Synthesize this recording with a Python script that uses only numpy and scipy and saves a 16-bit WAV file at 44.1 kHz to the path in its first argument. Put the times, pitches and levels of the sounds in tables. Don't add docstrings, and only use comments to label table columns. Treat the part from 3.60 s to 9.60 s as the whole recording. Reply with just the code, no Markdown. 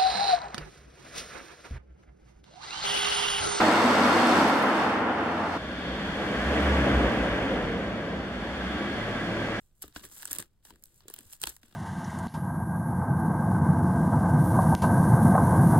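import sys
import numpy as np
from scipy import signal
from scipy.fft import rfft, irfft
from scipy.io import wavfile
from scipy.ndimage import uniform_filter1d

SR = 44100
rng = np.random.default_rng(int(sys.argv[2]) if len(sys.argv) > 2 else 0)


def digitize_waveform(pressure):
    field = np.atleast_2d(pressure).T
    bounded = np.clip(field, -1, 1)
    quanta = np.round(bounded * 32767).astype(np.int16)
    wavfile.write(sys.argv[1], SR, quanta)


N = 264600


def undb(db):
    return 10 ** (np.asarray(db) / 20)


def unit(x):
    return x / np.sqrt(np.mean(x ** 2))


def seconds():
    return np.arange(N) / SR


def curves(table):
    s, *columns = np.transpose(table)
    return [np.interp(seconds(), s, column) for column in columns]


def ramp(start_s, length_s):
    return np.clip((seconds() - start_s) / length_s, 0, 1)


def swell(peak_s, rise_db_per_s, fall_db_per_s):
    since = seconds() - peak_s
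    return undb(np.minimum(rise_db_per_s * since, -fall_db_per_s * since))


def bump(peak_s, half_s):
    return np.exp(-((seconds() - peak_s) / half_s) ** 2)


def dips(table):
    return undb(-sum(db * bump(s, half_s) for s, db, half_s in table))


def follow(lead_db, top_db, ratio):
    return undb(top_db + ratio * (lead_db - lead_db.max()))


def walk(rate):
    hold = int(SR / rate)
    steps = np.repeat(rng.standard_normal(N // hold + 1), hold)
    smooth = uniform_filter1d(uniform_filter1d(steps, hold), hold)
    return unit(smooth[:N])


def bins():
    return np.maximum(np.arange(N // 2 + 1) * SR / N, 1)


def colour(x, points):
    hz, db = np.transpose(points)
    octave, marks = np.log2(bins()), np.log2(hz)
    outside = np.abs(octave - np.clip(octave, marks[0], marks[-1]))
    gain = undb(np.interp(octave, marks, db) - 60 * outside)
    return unit(irfft(rfft(x) * gain, N))


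def ring(x, hz, width):
    sharpness = hz / (1.5 * width)
    detuning = bins() / hz - hz / bins()
    return unit(irfft(rfft(x) / (1 + 1j * sharpness * detuning) ** 2, N))


def dulled(x, corner_hz, treble_db):
    low = irfft(rfft(x) / (1 + (bins() / corner_hz) ** 4), N)
    return low + (x - low) * undb(treble_db)


PORT_GAP_S = 0.00016


def diffuse():
    alike = 0.98 * np.sinc(2 * bins() * PORT_GAP_S) / (1 + (bins() / 2600) ** 2)
    alike = np.clip(alike, -1, 1)
    shares = np.sqrt([1 + alike, 1 - alike])
    mid, side = irfft(rfft(rng.standard_normal((2, N))) * shares, N)
    return unit(np.array([mid + side, mid - side]))


def direct(x, lag_ms):
    half_turns = bins() * lag_ms / 1000 * np.array([[1], [-1]])
    return irfft(rfft(x) * np.exp(-1j * np.pi * half_turns), N)


def echo(x, delay_ms, gain):
    reflection = gain * np.exp(-2j * np.pi * bins() * delay_ms / 1000)
    return unit(irfft(rfft(x) * (1 + reflection), N))


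HALL_T60_S = 1.13


def hall(x):
    tail = diffuse() * np.exp(-np.log(1000) * seconds() / HALL_T60_S)
    run_up = np.concatenate([x[:SR][::-1], x])
    wet = signal.fftconvolve(run_up[None], tail[:, :SR], axes=1)
    return unit(wet[:, SR:SR + N])


def turns(speed_hz):
    return np.cumsum(speed_hz * (1 + .004 * walk(12))) / SR


def puffs(cycles, length, scatter_db):
    strengths = undb(scatter_db * rng.uniform(-1, 1, 2048))
    size = strengths[cycles.astype(int)]
    return unit(size * np.exp(-(cycles % 1) / length) * rng.standard_normal(N))


def droning(angle, spectrum, near_db):
    near, far = (puffs(2 * angle, length=0.59, scatter_db=2) for _ in range(2))
    return colour(hall(far) + undb(near_db) * near, spectrum)


def rolling(spectrum, lag_ms, direct_db, flicker_db):
    wash = diffuse() + undb(direct_db) * direct(rng.standard_normal(N), lag_ms)
    return colour(wash, spectrum) * undb(flicker_db * walk(22.16))


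def ticking(angle, share, lag_ms, length):
    share = np.clip(share, 0, 1)
    ticks = direct(puffs(4 * angle, length=length, scatter_db=3.5), lag_ms)
    return np.sqrt(share) * ticks + np.sqrt(1 - share) * diffuse()


def hum(angle, orders, waver_db, smear):
    total = 0
    for multiple, db in orders:
        level = undb(db + waver_db * walk(6.52))
        cycles = multiple * angle + rng.random() + smear * walk(11)
        total = total + level * np.sin(2 * np.pi * cycles)
    return unit(total)


# t/s, tyre roar level/dB and engine-bay hiss level/dB, both before the treble is changed
TAXI_LEVELS = [(0, -20.5, -35.5), (.8, -21, -36), (1.07, -22.5, -44), (1.21, -24, -42.5),
               (1.47, -25.5, -52.5), (1.82, -28, -50), (1.93, -29, -48)]
LIFT_S, LIFT_LENGTH_S = .83, .22
PULLING_HZ, IDLE_HZ = 24.14, 21.58


def taxi():
    roar_db, hiss_db = curves(TAXI_LEVELS)
    away_db = hiss_db - hiss_db.max()
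    throttle = 1 - ramp(LIFT_S - LIFT_LENGTH_S / 2, LIFT_LENGTH_S)
    angle = turns(IDLE_HZ + (PULLING_HZ - IDLE_HZ) * throttle)
    engine = taxi_drone(angle, roar_db) + taxi_bay(angle, throttle, hiss_db, away_db)
    engine = engine + taxi_hum(angle, throttle) + engine_surges(angle)
    return engine + taxi_roar(roar_db, away_db) + far_rumble() + crackle()


# f/Hz, relative level/dB
TAXI_DRONE_SPECTRUM = [(65, -58), (110, -28), (124, -20.5), (177, -13.5), (236, 0.5), (280, -3), (332, -2),
                       (367, -14), (420, -16), (550, -24), (920, -120)]


def taxi_drone(angle, roar_db):
    return droning(angle, TAXI_DRONE_SPECTRUM, near_db=-1.5) * follow(roar_db, top_db=-27.0, ratio=1.03)


# f/Hz, relative level/dB
TAXI_ROAR_SPECTRUM = [(210, -10), (350, -0.5), (372, -10), (392, -3.5), (807, 0), (1180, -3.5), (1280, -2),
                      (1940, -7.5), (2450, -12.5), (2720, -13), (2950, -13.5), (3650, -19), (4000, -31),
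                      (5200, -38), (8800, -120)]


def taxi_roar(roar_db, away_db):
    roar = rolling(TAXI_ROAR_SPECTRUM, lag_ms=0.078, direct_db=-9, flicker_db=0.5)
    roar = echo(roar, delay_ms=6.7, gain=0.043)
    return dulled(roar, corner_hz=1760, treble_db=0.23 * away_db - 1.66) * undb(roar_db)


# f/Hz, relative level/dB
TAXI_HISS_SPECTRUM = [(2400, -19), (3000, -10), (3640, -1), (4350, -2), (4850, -5), (6000, -9), (7200, -14),
                      (9000, -16.5), (11500, -21.5), (13500, -25), (14300, -31), (15300, -39)]
# f/Hz, relative level/dB
ENGINE_PARTS = [(995.9, -33.5), (1120, -36), (1378, -36.5), (2116, -42.5), (2202, -46), (2724, -46),
                (3531, -53), (3650, -62), (3838, -58), (4210, -51), (4334, -59), (4484, -60), (4931, -62),
                (5055, -65), (5319, -61)]


def taxi_bay(angle, throttle, hiss_db, away_db):
    bay = ticking(angle, share=0.077 + 0.14 * throttle, lag_ms=0.0092, length=0.4)
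    hiss = echo(colour(bay, TAXI_HISS_SPECTRUM), delay_ms=7.4, gain=0.089)
    hiss = dulled(hiss, corner_hz=6000, treble_db=0.2 * away_db + 0.5)
    ringing = sum(undb(db - 1.5) * ring(bay, hz, width=23.5) for hz, db in ENGINE_PARTS)
    injectors = ring(bay, hz=8010, width=750)
    injectors = injectors * follow(hiss_db, top_db=-55.0, ratio=1.6)
    return hiss * undb(hiss_db) + ringing * undb(away_db) + injectors


# multiple of the crank speed, relative level/dB on the throttle, relative level/dB coasting
TAXI_MULTIPLES = [(2, -26, -14), (3, -20, -6), (4, 1, 0.5), (5, -21, 0), (7, -5, -2.5), (8, 3, 3.5)]
# t/s, depth/dB, half length/s
HUM_DROPOUTS = [(.125, 12, 0.024), (.665, 16, 0.044), (.98, 9, .04), (1.13, 11, 0.035)]


def taxi_hum(angle, throttle):
    on_throttle = [(multiple, db) for multiple, db, _ in TAXI_MULTIPLES]
    off_throttle = [(multiple, db) for multiple, _, db in TAXI_MULTIPLES]
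    pulling = undb(-38.5) * hum(angle, on_throttle, waver_db=1.5, smear=0.09)
    coasting = undb(-43.5) * hum(angle, off_throttle, waver_db=3.0, smear=0.14)
    tone = np.sqrt(throttle) * pulling + np.sqrt(1 - throttle) * coasting
    return tone * dips(HUM_DROPOUTS)


# f/Hz, relative level/dB
FAR_RUMBLE_SPECTRUM = [(25, -14), (45, -15), (70, -8), (110, 2), (160, 1)]


def far_rumble():
    return undb(-53.5) * colour(diffuse(), FAR_RUMBLE_SPECTRUM)


# peak t/s, pitch as a multiple of the crank speed, level/dB
ENGINE_SURGES = [(.14, 14, -29.5), (.27, 10, -27), (.43, 10, -29), (.57, 14, -27.5), (.68, 10, -27),
                 (.8, 12, -27.5), (.95, 13, -32), (1.1, 12, -32), (1.22, 15, -34), (1.4, 12, -31.5)]


def engine_surges(angle):
    total = 0
    for s, multiple, db in ENGINE_SURGES:
        tone = hum(angle, [(multiple, 0)], waver_db=0.0, smear=0.048)
        total = total + undb(db) * bump(s, half_s=0.051) * tone
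    return total


# t/s, peak level/dB before grit_db and the band filters
GRIT_SNAPS = [(0.8944, -23), (0.9824, -31), (0.993, -25.5), (1.02, -24), (1.0575, -26), (1.0757, -32),
              (1.0957, -32), (1.1071, -34), (1.1578, -29), (1.181, -33), (1.2199, -32.5), (1.261, -36),
              (1.2967, -37)]
PEEL_S, PEEL_DB = 0.98, -37.5


def crackle(snap_hz=10800, snap_width_hz=4600, grit_db=-7, snap_s=0.0004):
    peel = undb(PEEL_DB) * swell(PEEL_S, rise_db_per_s=14, fall_db_per_s=68)
    chosen = rng.random(N) < 220 / SR
    snaps = chosen * rng.rayleigh(.8, size=N) * peel
    for s, db in GRIT_SNAPS:
        snaps[int(s * SR)] += undb(db + grit_db)
    fading = signal.lfilter([1], [1, -np.exp(-1 / (snap_s * SR))], snaps)
    bursts = fading * rng.standard_normal(N)
    band = signal.iirpeak(snap_hz, snap_hz / snap_width_hz, fs=SR)
    crisp = signal.lfilter(*band, signal.lfilter(*band, bursts))
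    return direct(crisp, lag_ms=0.013)


# t/s, tyre roar level/dB, ticking hiss level/dB before the treble
CAR_LEVELS = [(2, -41.5, -55.5), (2.3, -38, -53.5), (2.65, -35, -50), (3.03, -29.5, -46), (3.3, -30, -47),
              (3.9, -34, -51.5), (4.3, -39, -55.5), (4.65, -41, -56.5), (5.05, -37, -52.5), (6, -35.5, -50)]
# t/s, level/dB that the low layers follow
CAR_BASS = [(2, -39.5), (2.45, -37.5), (2.7, -31.5), (3.05, -29.5), (3.25, -27.5), (3.48, -27.5),
            (3.62, -30.5), (3.9, -31.5), (4.3, -34.5), (4.62, -38.5), (4.9, -38.5), (5.2, -36.5),
            (5.8, -34.5), (6, -37.5)]
# t/s, f/Hz (turns per second)
CAR_SPEED = [(2, 34.4), (2.35, 30.8), (2.47, 20.2), (2.72, 24.8), (2.9, 34), (3.05, 36), (3.25, 33.5),
             (3.45, 30.8), (3.6, 30), (3.88, 25.5), (4.08, 19.5), (4.28, 27), (4.8, 27.5), (5.1, 32.3),
             (5.35, 36.1), (5.8, 37), (6, 36)]
LOAD_S, LOAD_ATTACK_S = 5.26, 0.15


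def second_car():
    roar_db, hiss_db = curves(CAR_LEVELS)
    bass_db, = curves(CAR_BASS)
    speed_hz, = curves(CAR_SPEED)
    angle = turns(speed_hz)
    engine = car_drone(angle, bass_db) + exhaust(angle) + car_hiss(angle, hiss_db) + intake()
    tyres = car_rumble(bass_db) + car_roar(roar_db)
    return engine + tyres + bay_boom(bass_db) + bay_rings(roar_db) + gear_whine()


# f/Hz, relative level/dB
CAR_DRONE_SPECTRUM = [(47, -28), (80, -9), (112, -3.5), (150, -2.5), (188, 1.5), (238, 2), (300, 2),
                      (361, -10.5), (420, -7.5), (550, -35), (920, -120)]


def car_drone(angle, bass_db):
    return droning(angle, CAR_DRONE_SPECTRUM, near_db=-4.5) * follow(bass_db, top_db=-29.0, ratio=0.99)


# f/Hz, relative level/dB
CAR_RUMBLE_SPECTRUM = [(200, -13.5), (340, -5), (366, -6.5), (430, -3.5), (565, -1), (744, -6),
                       (864, -16.5), (950, -13), (1240, -15), (2090, -120)]


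def car_rumble(bass_db):
    rumble = rolling(CAR_RUMBLE_SPECTRUM, lag_ms=-0.099, direct_db=-8, flicker_db=1.23)
    return rumble * follow(bass_db, top_db=-27.5, ratio=1.104)


# f/Hz, relative level/dB
CAR_ROAR_SPECTRUM = [(460, -43), (780, -2.5), (906, -7), (1080, -6.5), (1142, -3), (1200, -7.5),
                     (1320, -3.5), (1460, -4), (1560, -2), (1670, -2.5), (2130, -7), (2210, -7.5),
                     (2570, -10.5), (3400, -11), (3700, -17.5), (4810, -57), (8140, -120)]


def car_roar(roar_db):
    roar = rolling(CAR_ROAR_SPECTRUM, lag_ms=-.11, direct_db=0.5, flicker_db=0.0)
    return echo(roar, delay_ms=7.0, gain=0.11) * undb(roar_db)


# f/Hz, relative level/dB
CAR_HISS_SPECTRUM = [(2290, -29), (3900, 1), (4010, 0.5), (4380, 0), (4860, -3.5), (7190, -10.5),
                     (7790, -13), (10200, -17), (14200, -27), (14900, -32), (15500, -36)]


def car_hiss(angle, hiss_db):
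    hiss = colour(ticking(angle, share=0.15, lag_ms=-0.12, length=0.55), CAR_HISS_SPECTRUM)
    treble_db = 0.26 * (hiss_db - hiss_db.max()) + 1.7
    return dulled(hiss, corner_hz=8500, treble_db=treble_db) * undb(hiss_db)


def bay_boom(bass_db):
    easing = 1 - 0.49 * ramp(LOAD_S, LOAD_ATTACK_S)
    return ring(diffuse(), hz=66.0, width=22) * follow(bass_db, top_db=-42.5, ratio=0.27) * easing


# f/Hz, relative level/dB
BAY_RESONANCES = [(1142, -49.5), (1432, -50.5), (1582, -45), (1662, -44.5), (1997, -49), (2272, -50.5)]


def bay_rings(roar_db):
    air = diffuse()
    lift = undb(2.1 * ramp(LOAD_S - .2, LOAD_ATTACK_S))
    drive = follow(roar_db, top_db=-1.5, ratio=0.61) * lift
    return sum(undb(db) * ring(air, hz, width=15.3) for hz, db in BAY_RESONANCES) * drive


# peak t/s, relative level/dB, half length/s
EXHAUST_THROBS = [(2.078, -40, 0.036), (2.19, -45, .03), (2.316, -38.5, .06), (2.51, -43, 0.055),
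                  (2.78, -37, .04), (2.9, -32, 0.073), (3.11, -25.5, .1), (3.22, -27.5, .04),
                  (3.361, -22, 0.045), (3.455, -27, .027), (3.61, -32, .034), (3.72, -35, .028),
                  (3.82, -39, .025), (3.92, -40, 0.054), (4.03, -38, .05), (4.29, -39, .035),
                  (4.8, -43, 0.081), (4.98, -39.5, .07), (5.117, -35.5, 0.074), (5.33, -40.5, .03)]
# multiple of the crank speed, relative level/dB
CAR_OVERTONES = [(4, -2.5), (5, -7.5), (6, -1), (7, -4.5), (8, -2), (9, -2), (10, -3)]
# f/Hz, width/Hz, relative level/dB
SILENCER_RESONANCES = [(198.3, 42, 0), (247, 42, -5), (302, 44, -4.5)]
# peak t/s, then the relative levels
# overtone level/dB, silencer level/dB, intake whistle level/dB
THROTTLE_PUSHES = [(2.3, -42, -42.5, -44.5), (3.33, -29.5, -36, -68), (4.28, -47.5, -40, -76.5),
                   (5.15, -42, -38, -47), (5.82, -41, -40, -63)]


def exhaust(angle):
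    firing = hum(angle, [(2, 0)], waver_db=1.0, smear=.035)
    firing = firing + undb(-14) * ring(diffuse(), hz=105, width=81)
    boom = firing * sum(undb(db) * bump(s, half_s) for s, db, half_s in EXHAUST_THROBS)
    surge = sum(undb(db) * swell(s, rise_db_per_s=23.5, fall_db_per_s=20) for s, db, _, _ in THROTTLE_PUSHES)
    overtones = hum(angle, CAR_OVERTONES, waver_db=2.5, smear=.16) * surge
    load = undb(-40) * ramp(LOAD_S, LOAD_ATTACK_S) + undb(-24) * surge
    uneven = hum(angle, [(1, -7), (3, 0)], waver_db=.8, smear=.02) * load
    drive = sum(undb(db) * swell(s, rise_db_per_s=43, fall_db_per_s=16.5) for s, _, db, _ in THROTTLE_PUSHES)
    gas = hall(puffs(2 * angle, length=0.22, scatter_db=2))
    silencer = sum(undb(db) * ring(gas, hz, width) for hz, width, db in SILENCER_RESONANCES)
    return boom + overtones + uneven + silencer * drive


def intake():
    air = diffuse()
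    flow = sum(undb(db) * swell(s, rise_db_per_s=26, fall_db_per_s=15) for s, _, _, db in THROTTLE_PUSHES)
    whistle = ring(air, hz=3360, width=330) + undb(-8.5) * ring(air, hz=4260, width=360)
    return whistle * flow


# f/Hz, width/Hz, level/dB
DUCT_RESONANCES = [(3460, 500, -54.5), (4230, 400, -62.5)]
FAN_HZ, FAN_DB = 1668, -53


def vents():
    air = diffuse()
    ducts = sum(undb(db) * ring(air, hz, width) for hz, width, db in DUCT_RESONANCES)
    fan = np.array([hum(turns(FAN_HZ), [(1, 0)], waver_db=3.0, smear=.1) for _ in range(2)])
    return ducts + undb(FAN_DB) * fan


# t/s, centre f/Hz, level/dB before random patchiness
GEAR_GLIDE = [(3.5, 620, -62), (3.68, 596.5, -42), (3.82, 544.7, -36), (3.95, 500.4, -36.5),
              (4.15, 469.5, -39.5), (4.38, 444, -42.5), (4.9, 419, -56), (5.3, 420, -90)]


def gear_whine(width_hz=60, patchy_db=2.0):
    hz, db = curves(GEAR_GLIDE)
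    mesh = 2 * np.pi * np.cumsum(hz) / SR
    low_pass = signal.butter(2, width_hz / 2, fs=SR, output="sos")
    a, b = (signal.sosfilt(low_pass, diffuse()) for _ in range(2))
    band = unit(a * np.cos(mesh) + b * np.sin(mesh))
    return band * undb(db + patchy_db * walk(18))


CHANGE_S = 1.975


def scene():
    later = ramp(CHANGE_S - .005, .01)
    return np.sqrt(1 - later) * taxi() + np.sqrt(later) * (second_car() + vents())


NOTCH_HZ, NOTCH_WIDTH_HZ, NOTCH_DEPTH = 3960, 220, 0.6
TOP_HZ = 15300


def record(dry):
    housing = signal.lfilter(*signal.iirpeak(NOTCH_HZ, NOTCH_HZ / NOTCH_WIDTH_HZ, fs=SR), dry)
    high_pass = signal.butter(4, 32, "high", fs=SR, output="sos")
    thin = signal.sosfilt(high_pass, dry - NOTCH_DEPTH * housing)
    edge = ramp(0, .003)
    eased = thin * edge * edge[::-1]
    return signal.sosfilt(signal.ellip(8, .2, 70, TOP_HZ, fs=SR, output="sos"), eased)


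dry = scene()
out = record(dry)
digitize_waveform(out)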